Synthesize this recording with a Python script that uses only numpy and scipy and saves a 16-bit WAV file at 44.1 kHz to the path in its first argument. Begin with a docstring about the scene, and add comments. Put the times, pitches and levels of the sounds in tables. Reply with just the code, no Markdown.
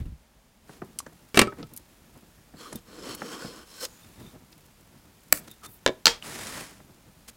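"""A low thump comes first: a forearm bumps a plywood bench in a small quiet room. Tweezers tick on a
model locomotive chassis, which slips and knocks on the wood. Small scissors are dragged over the grain,
snip once and are laid down, tips first, then handles; a sleeve slides over the wood. Blows are noise
cracks plus ringing peaks, slides are friction noise through resonances. The loudest clicks overload."""
import sys
import numpy as np
from scipy import signal
from scipy.io import wavfile

SR = 44100
rng = np.random.default_rng(int(sys.argv[2]) if len(sys.argv) > 2 else 0)


def generate_wav(sig):
    """Save sig (samples, or channels by samples) to the path in sys.argv[1] as 16-bit PCM at SR."""
    pcm = np.round(np.clip(np.atleast_2d(sig).T, -1, 1) * 32767).astype(np.int16)
    wavfile.write(sys.argv[1], SR, pcm)


N = 324784
TIME_S = np.arange(N) / SR
AGE_S = TIME_S[:SR // 2]
CUTOFF_HZ = 16000
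EDGES_HZ = 16000 / 2 ** np.arange(9.5, -.1, -.5)   # half-octave bands
CENTRES_HZ = np.sqrt(EDGES_HZ[1:] * EDGES_HZ[:-1])
BANK = [signal.butter(2, band, "band", fs=SR, output="sos") for band in zip(EDGES_HZ, EDGES_HZ[1:])]


# chassis knocks [t/s, level/dB, tilt/(dB/oct)]
CHASSIS_HITS = [(1.3445, -29.5, 0), (1.3732, -12, 0.57), (1.3916, -10, 2), (1.4152, -15.5, 0.5),
                (1.4185, -21, -1), (1.472, -34.5, -3)]
# clack spectrum [f/Hz, density/dB]
CHASSIS_CLACK = [(45, -31.5), (110, -5.5), (290, 3.5), (520, 0), (760, -9), (1200, -5.5), (2400, -6.5),
                 (4200, -13.5), (6300, -19.5), (8200, -15), (11000, -31.5), (16000, -31)]
# chassis on plywood, modes [f/Hz, relative level/dB, t60/s]
CHASSIS_MODES = [(118, -12.5, 0.42), (218, -6.5, .19), (322, 1, 0.07), (365, -3.5, 0.079), (393, 2, .12),
                 (481.3, -7.5, 0.11), (587, -10.5, 0.2), (1147, -12.5, .15), (1314, -10, 0.14),
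                 (2310, -0.5, 0.11), (2746, -6.5, 0.066), (4700, -8, 0.08), (8290, -1, 0.027)]
def chassis():
    """The heavy chassis drops from corner to corner."""
    decay = crack_and_tail(crack_t60_s=0.024, tail_db=-9.5, tail_t60_s=0.095, slope=0.12)
    return blows(CHASSIS_HITS, CHASSIS_CLACK, CHASSIS_MODES, decay, ring_db=-6.5)


# blade contacts [t/s, level/dB, tilt/(dB/oct)]
SNIP_HITS = [(5.3245, -21, 1), (5.3263, -13, 0.5), (5.3745, -41, 0)]
# snap spectrum [f/Hz, density/dB]
SNIP_CRACK = [(60, -14.5), (280, -10), (450, -18.5), (650, -7), (1100, -11.5), (1900, 7), (3200, -8),
              (5500, -9), (8000, -6), (13000, -0.5), (16000, -4.5)]
# brief ringing peaks that colour the snap [f/Hz, relative level/dB, t60/s]
SNIP_PEAKS = [(296, -20.5, 0.16), (676, -6, 0.016), (2230, 6, 0.0064), (4730, 6, 0.0056), (7810, 6, 0.011),
              (11500, 5.5, .006), (12620, 9.5, .007), (14040, 0, .006)]
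def snip():
    """The blades bite through and snap shut in mid-air; the fingers damp them at once."""
    decay = crack_and_tail(crack_t60_s=0.0071, tail_db=-32, tail_t60_s=0.09, slope=0.0199)
    return blows(SNIP_HITS, SNIP_CRACK, SNIP_PEAKS, decay, ring_db=0)


# tip bounces [t/s, level/dB, tilt/(dB/oct)]
TIP_HITS = [(5.8626, -16.5, 0.8), (5.8645, -25.5, -1), (5.8766, -25.5, 0), (5.8845, -30, -2),
            (5.8925, -31, -5)]
# clack spectrum [f/Hz, density/dB]
TIP_CLACK = [(70, -32.5), (250, -3), (480, 3), (800, -5), (1300, -12), (1800, -1.5), (2700, -21.5),
             (3700, 0.5), (4800, -13), (5800, -12), (7500, -26.5), (16000, -38)]
# blades on plywood, modes [f/Hz, relative level/dB, t60/s]
TIP_MODES = [(374, -11, 0.11), (487, -6.5, 0.068), (542, 5, 0.05), (634, -11, 0.15), (1040, 0.5, 0.0389),
             (1688, 1, 0.047), (2253, 0.5, 0.04), (3600, 3.5, 0.044), (3910, 0.5, 0.02)]
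def scissor_tips():
    """The tips land on the wood and bounce."""
    decay = crack_and_tail(crack_t60_s=0.0078, tail_db=-15.5, tail_t60_s=0.1, slope=0.16)
    return blows(TIP_HITS, TIP_CLACK, TIP_MODES, decay, ring_db=-5)


# handle bounces [t/s, level/dB, tilt/(dB/oct)]
HANDLE_HITS = [(6.0566, -13, 6.5), (6.0643, -29.5, -5.5), (6.0686, -13, 0), (6.0790, -20.5, -2.5)]
# clink spectrum [f/Hz, density/dB]
HANDLE_CLINK = [(60, -26), (250, -13), (500, -8), (1400, -1), (2300, -2), (4400, 1.5), (6000, 0.5),
                (8000, -16), (16000, -26)]
# handle modes [f/Hz, relative level/dB, t60/s]
HANDLE_MODES = [(471, -4.5, .15), (918, -2, 0.2), (1340, -0.5, 0.044), (1730, 1.5, 0.07), (3257, -6.5, 0.2),
                (3640, 1, 0.046), (4310, 22, 0.01), (6100, 8.5, 0.017)]
def scissor_handles():
    """The handles drop and bounce with a brighter clink."""
    decay = crack_and_tail(crack_t60_s=0.01, tail_db=-10, tail_t60_s=0.22, slope=0.17)
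    return blows(HANDLE_HITS, HANDLE_CLINK, HANDLE_MODES, decay, ring_db=-13.5)


# bumps on the wood [t/s, level/dB, tilt/(dB/oct)]
TAP_HITS = [(.693, -43.5, 0), (.818, -33.5, 0.3), (1.0635, -40, 3.5), (1.523, -38, 1.5), (1.573, -46, -5.5),
            (1.629, -36.5, -4), (2.538, -43.5, -2), (2.725, -36, 0), (2.754, -42, -7), (3.2185, -31.5, 3.5),
            (3.447, -33.5, -2.5), (6.802, -49.5, 0.5)]
# thud spectrum [f/Hz, density/dB]
TAP_THUD = [(40, -19), (140, 6.5), (300, 4.5), (600, -1.5), (1000, -6.5), (1750, -9.5), (2600, -60),
            (7000, -43.5), (16000, -72)]
# plywood modes [f/Hz, relative level/dB, t60/s]
BENCH_MODES = [(225.3, -2.5, 0.061), (485.7, -5.5, 0.027)]
def taps():
    """Soft contacts of fingers and tools stir only the wood."""
    decay = crack_and_tail(crack_t60_s=0.029, tail_db=-11.5, tail_t60_s=0.14, slope=0.1)
    return blows(TAP_HITS, TAP_THUD, BENCH_MODES, decay, ring_db=-7.5)


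# small steel contacts [t/s, level/dB, centre f/Hz]
TICKS = [(0.9876, -30, 10200), (1.002, -46, 8800), (1.064, -57, 7500), (1.628, -45.5, 4600),
         (1.736, -47.5, 14000), (1.764, -42.5, 13500), (1.7742, -40, 13450), (2.7279, -42.5, 9300),
         (2.757, -41, 13500), (3.149, -40, 12700), (3.852, -35.5, 7000), (4.527, -54.5, 5500),
         (5.513, -47, 13460), (5.661, -47, 11600), (6.469, -40, 8100), (6.521, -52, 11500)]
def ticks(rise_db_oct=10, fall_db_oct=30):
    """Fine steel points click in a broad band that ends steeply above its centre."""
    out, decay = np.zeros(N), band_decay(t60_s=0.034, slope=0.11)
    for s, db, hz in TICKS:
        octaves = np.log2(CENTRES_HZ / hz)
        gains = unit(from_db(np.minimum(rise_db_oct * octaves, -fall_db_oct * octaves)))
        lowpass = signal.butter(2, min(1.18 * hz, CUTOFF_HZ), fs=SR, output="sos")
        click = signal.sosfilt(lowpass, burst(gains, decay))
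        add(out, s, blow_gain(db) * unit(click))
    return out


# tweezer touches [t/s, peak level/dB]
TWEEZER_TOUCHES = [(2.757, -45.5), (4.0316, -53), (4.265, -50), (5.5137, -47), (5.6617, -46)]
# other steel ringing free [t/s, f/Hz, peak level/dB, t60/s]
PINGS = [(1.0029, 1140, -29.5, 0.021), (1.4786, 1282, -27, 0.095), (1.523, 1520, -40, 0.025),
         (1.628, 1302, -43, 0.099), (6.225, 2930, -26, 0.011)]
def steel_rings():
    """Brushed tweezers sing their one note; other steel pings at its own pitches."""
    out = np.zeros(N)
    for s, db in TWEEZER_TOUCHES:
        add(out, s, from_db(db) * ring(hz=3620, t60_s=0.086))
    for s, hz, db, t60_s in PINGS:
        add(out, s, from_db(db) * ring(hz, t60_s))
    return out


# scissor pulls [start t/s, fastest t/s, end t/s, level/dB, tilt/(dB/oct)]
PULLS = [(2.584, 2.607, 2.79, -44.5, 0.6), (2.878, 3, 3.26, -45, -0.5), (3.029, 3.109, 3.15, -34, -0.44),
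         (3.18, 3.35, 3.366, -37.5, 0), (3.34, 3.418, 3.553, -39.5, 0), (3.546, 3.56, 3.64, -45, 0.5),
         (3.669, 3.793, 3.84, -48, 2.5), (3.81, 3.855, 3.853, -34, 3.5)]
# steel sliding on plywood [f/Hz, density/dB]
DRAG_HISS = [(60, -24), (220, -1.5), (480, -6), (720, -15.5), (1250, -11.5), (2700, -16.5), (5300, -17.5),
             (12000, -21), (16000, -35)]
# scissor and bench resonances [f/Hz, width/Hz]
DRAG_PEAKS = [(320, 44), (490, 68), (1080, 250), (1470, 71), (3150, 200), (4250, 250), (5280, 300),
              (6650, 67), (7650, 120)]
def scissor_drag(resonance_db=5, grit_db=-9, drift=0.023):
    """Steel catches on grain and specks; resonances drift, come and go as the contact shifts."""
    pulls = np.array([from_db(db) * pull(*times_s) for *times_s, db, _ in PULLS])
    level = pulls.max(axis=0)
    tilt_db_oct = np.array(PULLS)[pulls.argmax(axis=0), -1] * (level > from_db(-90))
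    catches = grain(per_s=660, depth_db=2)
    grit = from_db(grit_db) * specks(per_s=140, spread_db=2)
    friction, resonant = np.zeros(N), np.zeros(N)
    for gain, hz, sos in zip(band_gains(DRAG_HISS), CENTRES_HZ, BANK):
        brightness = from_db(tilt_db_oct * np.log2(hz / 1500))
        force = catches * rng.standard_normal(N) + grit * np.sqrt(hz / 2500)
        friction += gain * brightness * rms_one(signal.sosfilt(sos, force))
    for hz, width_hz in DRAG_PEAKS:
        moving_hz = hz * (1 + drift * wander(per_s=7))
        resonant += grain(per_s=14, depth_db=4) * resonance(friction, moving_hz, width_hz)
    return level * rms_one(friction + from_db(resonance_db) * resonant)


def pull(start_s, fastest_s, end_s, slow_db=-8, grip_t60_s=0.12, stop_t60_s=0.07):
    """Envelope of a pull: takes hold, speeds up, slows, stops."""
    speed_db = np.interp(TIME_S, [start_s, fastest_s, end_s], [slow_db, 0, slow_db])
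    outside = np.maximum((start_s - TIME_S) / grip_t60_s, (TIME_S - end_s) / stop_t60_s)
    return from_db(speed_db - 60 * np.clip(outside, 0, 2))


# tool and chassis scrapes, and the bright swell just after the snip [middle t/s, length/s, level/dB,
# tilt/(dB/oct)]
SCRAPES = [(0.73, 0.15, -58, 0), (1.362, 0.027, -34.5, 0), (1.598, 0.068, -42.5, -4.5),
           (5.362, 0.086, -42, 10.5), (5.481, 0.019, -47, -0.5), (5.65, 0.044, -47.5, 1.5),
           (5.728, 0.13, -57, 29), (7.29, 0.03, -46.5, 3)]
def scrapes():
    """Short gritty strokes of steel on wood swell and stop; just after the snip a bright, gritty swell rises
    and fades the same way."""
    out, catches = np.zeros(N), grain(per_s=780, depth_db=2.5)
    for s, length_s, db, tilt_db_oct in SCRAPES:
        stroke = np.pad(np.sqrt(np.hanning(int(length_s * SR))), (0, len(AGE_S)))
        scrape = burst(band_gains(DRAG_HISS, tilt_db_oct), stroke * catches[:len(stroke)])
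        add(out, s - length_s / 2, from_db(db) * np.sqrt(length_s * SR) * scrape)
    return out


# rubbed notes [middle t/s, length/s, f/Hz, level/dB]
RUBS = [(2.65, 0.1, 1216, -49), (3.839, 0.067, 505, -41), (3.94, .17, 6800, -62), (4.24, 0.19, 3640, -65),
        (5.51, 0.054, 3730, -57), (5.648, 0.062, 1260, -48.5)]
def rubs(q=20):
    """A rubbed tool, or the wood under it, sings a soft, breathy note."""
    out = np.zeros(N)
    for s, length_s, hz, db in RUBS:
        stroke = np.sqrt(np.hanning(int(length_s * SR)))
        note = signal.lfilter(*signal.iirpeak(hz, q, SR), rng.standard_normal(len(AGE_S)))
        add(out, s - length_s / 2, from_db(db) * stroke * rms_one(note[-len(stroke):]))
    return out


# cloth on wood [f/Hz, density/dB]
SLEEVE_HISS = [(50, -9), (184, -1.5), (500, -7.5), (850, -10.5), (1200, -9.5), (2000, -9.5), (2750, -12),
               (10400, -14.5), (16000, -29)]
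# resonances under the sleeve [f/Hz, width/Hz]
SLEEVE_PEAKS = [(1260, 220), (1880, 370)]
def sleeve(level_db=-39, resonance_db=-5.5, threads_db=-7):
    """Cloth slides evenly over the wood, threads catching, and comes to rest."""
    slide = swell(start_s=6.215, attack_s=0.031, hold_s=0.39, t60_s=0.5)
    snag = burst(band_gains(SLEEVE_HISS), band_decay(t60_s=0.0068, slope=0.1))
    threads = scatter(snag, per_s=420, spread_db=3.5)
    cloth = hiss(SLEEVE_HISS, grain(per_s=200, depth_db=1.4)) + from_db(threads_db) * threads
    wood = sum(grain(per_s=16, depth_db=3) * resonance(cloth, *peak) for peak in SLEEVE_PEAKS)
    return from_db(level_db) * slide * rms_one(cloth + from_db(resonance_db) * wood)


# grip changes [middle t/s, length/s, bump level/dB, rustle level/dB]
GRIPS = [(0.874, 0.52, -54, -77), (1.72, 0.28, -53.5, -69), (2.152, 0.12, -49.5, -72),
         (4.022, 0.79, -59, -60), (4.255, 0.25, -55, -61), (5.437, 0.41, -54, -60.5)]
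# finger bumps [f/Hz, density/dB]
HAND_BUMP = [(30, -9), (120, 3.5), (260, 0.5), (450, -10.5), (900, -15.5), (3000, -31.5), (16000, -51.5)]
# skin rustle [f/Hz, density/dB]
SKIN_RUSTLE = [(200, -8.5), (1000, 2.5), (4000, -2), (13000, -4.5), (16000, -4.5)]
def hands(holding_from_s=0.704, rest_bump_db=-60.5, rest_rustle_db=-64, tick_db=-10):
    """Fingers bump, rustle and shift steel: faintly while holding, more at each change of grip."""
    holding = np.clip((TIME_S - holding_from_s) * 10 + 1, 0, 1)
    middle_s, length_s, bump_db, rustle_db = np.transpose(GRIPS)
    shifts = np.exp(-8 * ((TIME_S - middle_s[:, None]) / length_s[:, None]) ** 2)
    bump_level = np.hypot(from_db(rest_bump_db) * holding, from_db(bump_db) @ shifts)
    rustle_level = np.hypot(from_db(rest_rustle_db) * holding, from_db(rustle_db) @ shifts)
    skin = hiss(SKIN_RUSTLE, grain(per_s=250, depth_db=1.5))
    tick = burst(band_gains(SKIN_RUSTLE, tilt_db_oct=2.7), band_decay(t60_s=0.034, slope=0.066))
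    steel = from_db(tick_db) * scatter(tick, per_s=16, spread_db=5)
    bumps = hiss(HAND_BUMP, grain(per_s=39, depth_db=5))
    return bump_level * bumps + rustle_level * (skin + steel)


# forearm bumps [t/s, level/dB]
ARM_BUMPS = [(0, -19.5), (0.055, -26), (.12, -37.5)]
# bench rumble [f/Hz, density/dB]
SHUDDER_RUMBLE = [(20, 0), (54, 4.5), (188, -11), (580, -44), (2500, -46.5), (5500, -59)]
def bench_shudder():
    """Each bump of the forearm sets off a low rumble that soon dies."""
    level = sum(from_db(db) * swell(s, attack_s=0.0013, hold_s=0, t60_s=0.15) for s, db in ARM_BUMPS)
    return level * hiss(SHUDDER_RUMBLE)


def room(x, wet_db=-25, delay_samples=SR // 100):
    """The walls add a faint diffuse tail, duller than the direct sound."""
    gains = band_gains([(100, -11), (400, 4.5), (16000, 2)], tilt_db_oct=-2.1)
    tail = np.pad(burst(gains, band_decay(t60_s=0.21, slope=0.057)), (delay_samples, 0))
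    return x + from_db(wet_db) * signal.fftconvolve(x, tail)[:N]


# still room [f/Hz, density/dB]
ROOM_AIR = [(12, -45), (20, -16), (58, -6.5), (86, -20.5), (241, -13), (270, -26), (780, -22), (897, -27.5),
            (8410, -36.5), (16000, -40)]
def room_air(level_db=-60.5):
    """Faint steady noise, mostly lows."""
    return from_db(level_db) * hiss(ROOM_AIR)


def blows(hits, spectrum, peaks, decay, ring_db):
    """Each blow: a crack of dense resonances plus ringing peaks whose strengths vary with the spot."""
    out = np.zeros(N)
    for s, db, tilt_db_oct in hits:
        add(out, s, blow_gain(db) * burst(band_gains(spectrum, tilt_db_oct), decay))
        for hz, peak_db, t60_s in peaks:
            colour_db = tilt_db_oct * np.log2(hz / 2000)
            spot_db = rng.normal(0, 1)
            add(out, s, from_db(db + ring_db + peak_db + colour_db + spot_db) * ring(hz, t60_s))
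    return out


def blow_gain(db):
    """Gain for a blow whose level is its energy spread over 10 ms."""
    return from_db(db) * np.sqrt(SR / 100)


def crack_and_tail(crack_t60_s, tail_db, tail_t60_s, slope, build_s=0.0029):
    """Band envelopes: a fast crack, then the slower shiver that builds up in the bench."""
    tail = band_decay(tail_t60_s, slope) * (1 - np.exp(-AGE_S / build_s))
    return np.hypot(band_decay(crack_t60_s, slope), from_db(tail_db) * tail)


def band_decay(t60_s, slope):
    """Unit-energy decay per band; t60_s holds at 2 kHz, lows last longer."""
    band_t60_s = t60_s * (CENTRES_HZ / 2000) ** -slope
    return np.array([unit(from_db(-60 * np.minimum(AGE_S / t, 4))) for t in band_t60_s])


def ring(hz, t60_s):
    """One decaying sine."""
    return np.sin(2 * np.pi * hz * AGE_S) * from_db(-60 * AGE_S / t60_s)


def swell(start_s, attack_s, hold_s, t60_s):
    """Envelope: rise, hold, decay."""
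    age_s = np.maximum(TIME_S - start_s, 0)
    return (1 - np.exp(-age_s / attack_s)) * from_db(-60 * np.clip((age_s - hold_s) / t60_s, 0, 2))


def band_gains(spectrum, tilt_db_oct=0):
    """Each band's share of a tilted spectrum."""
    hz, db = np.transpose(spectrum)
    band_db = np.interp(np.log(CENTRES_HZ), np.log(hz), db) + tilt_db_oct * np.log2(CENTRES_HZ)
    return unit(from_db(band_db) * np.sqrt(CENTRES_HZ))


def burst(gains, envelopes):
    """Band noise under one envelope, or one per band; energy about one."""
    white = rng.standard_normal((len(BANK), np.shape(envelopes)[-1])) * envelopes + 1e-18
    return sum(gain * unit(signal.sosfilt(sos, noise)) for gain, sos, noise in zip(gains, BANK, white))


def hiss(spectrum, texture=1):
    """Lasting coloured noise; rms one."""
    return rms_one(burst(band_gains(spectrum), np.ones(N) * texture))


def resonance(x, hz, width_hz):
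    """Unity-gain band-pass, retuned every 512 samples."""
    out, state = np.zeros(N), np.zeros(2)
    angle_rad = 2 * np.pi * np.broadcast_to(hz, N) / SR
    radius = np.exp(-np.pi * width_hz / SR)
    for i in range(0, N, 512):
        feedback = [1, -2 * radius * np.cos(angle_rad[i]), radius ** 2]
        out[i:i + 512], state = signal.lfilter([1, 0, -1], feedback, x[i:i + 512], zi=state)
    return out * (1 - radius ** 2) / 2


def grain(per_s, depth_db):
    """Random gain: friction catches and lets go."""
    return rms_one(from_db(depth_db * wander(per_s)))


def wander(per_s):
    """Random course, spread about one."""
    knots = rng.standard_normal(int(N / SR * per_s) + 2)
    return np.interp(TIME_S * per_s, np.arange(len(knots)), knots)


def specks(per_s, spread_db):
    """Uneven impulses at random times; rms one."""
    sizes = from_db(spread_db * np.minimum(rng.exponential(1, N), 2)) * rng.choice([-1, 1], N)
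    return rms_one(sizes * (rng.random(N) < per_s / SR))


def scatter(sound, per_s, spread_db):
    """One small sound repeated at random times and sizes; rms one."""
    return rms_one(signal.fftconvolve(specks(per_s, spread_db), sound)[:N])


def from_db(db):
    """Decibels to gain."""
    return 10 ** (np.asarray(db) / 20)


def unit(x):
    """Scale to energy one."""
    return x / np.sqrt(np.sum(x ** 2) + 1e-20)


def rms_one(x):
    """Scale to rms one."""
    return unit(x) * np.sqrt(len(x))


def add(out, s, sound):
    """Mix a sound in from second s on."""
    part = out[round(s * SR):][:len(sound)]
    part += sound[:len(part)]


def scene():
    """The bench from close above, mono."""
    impacts = chassis() + snip() + scissor_tips() + scissor_handles() + taps() + ticks() + steel_rings()
    friction = scissor_drag() + scrapes() + rubs() + sleeve()
    handling = hands() + bench_shudder()
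    return (room(impacts + friction + handling) + room_air())[None]


def record(dry):
    """Clip the loudest peaks, then cut the top."""
    lowpass = signal.ellip(10, 0.1, 80, CUTOFF_HZ, fs=SR, output="sos")
    return signal.sosfilt(lowpass, np.clip(dry, -1, 1))


dry = scene()
out = record(dry)
generate_wav(out)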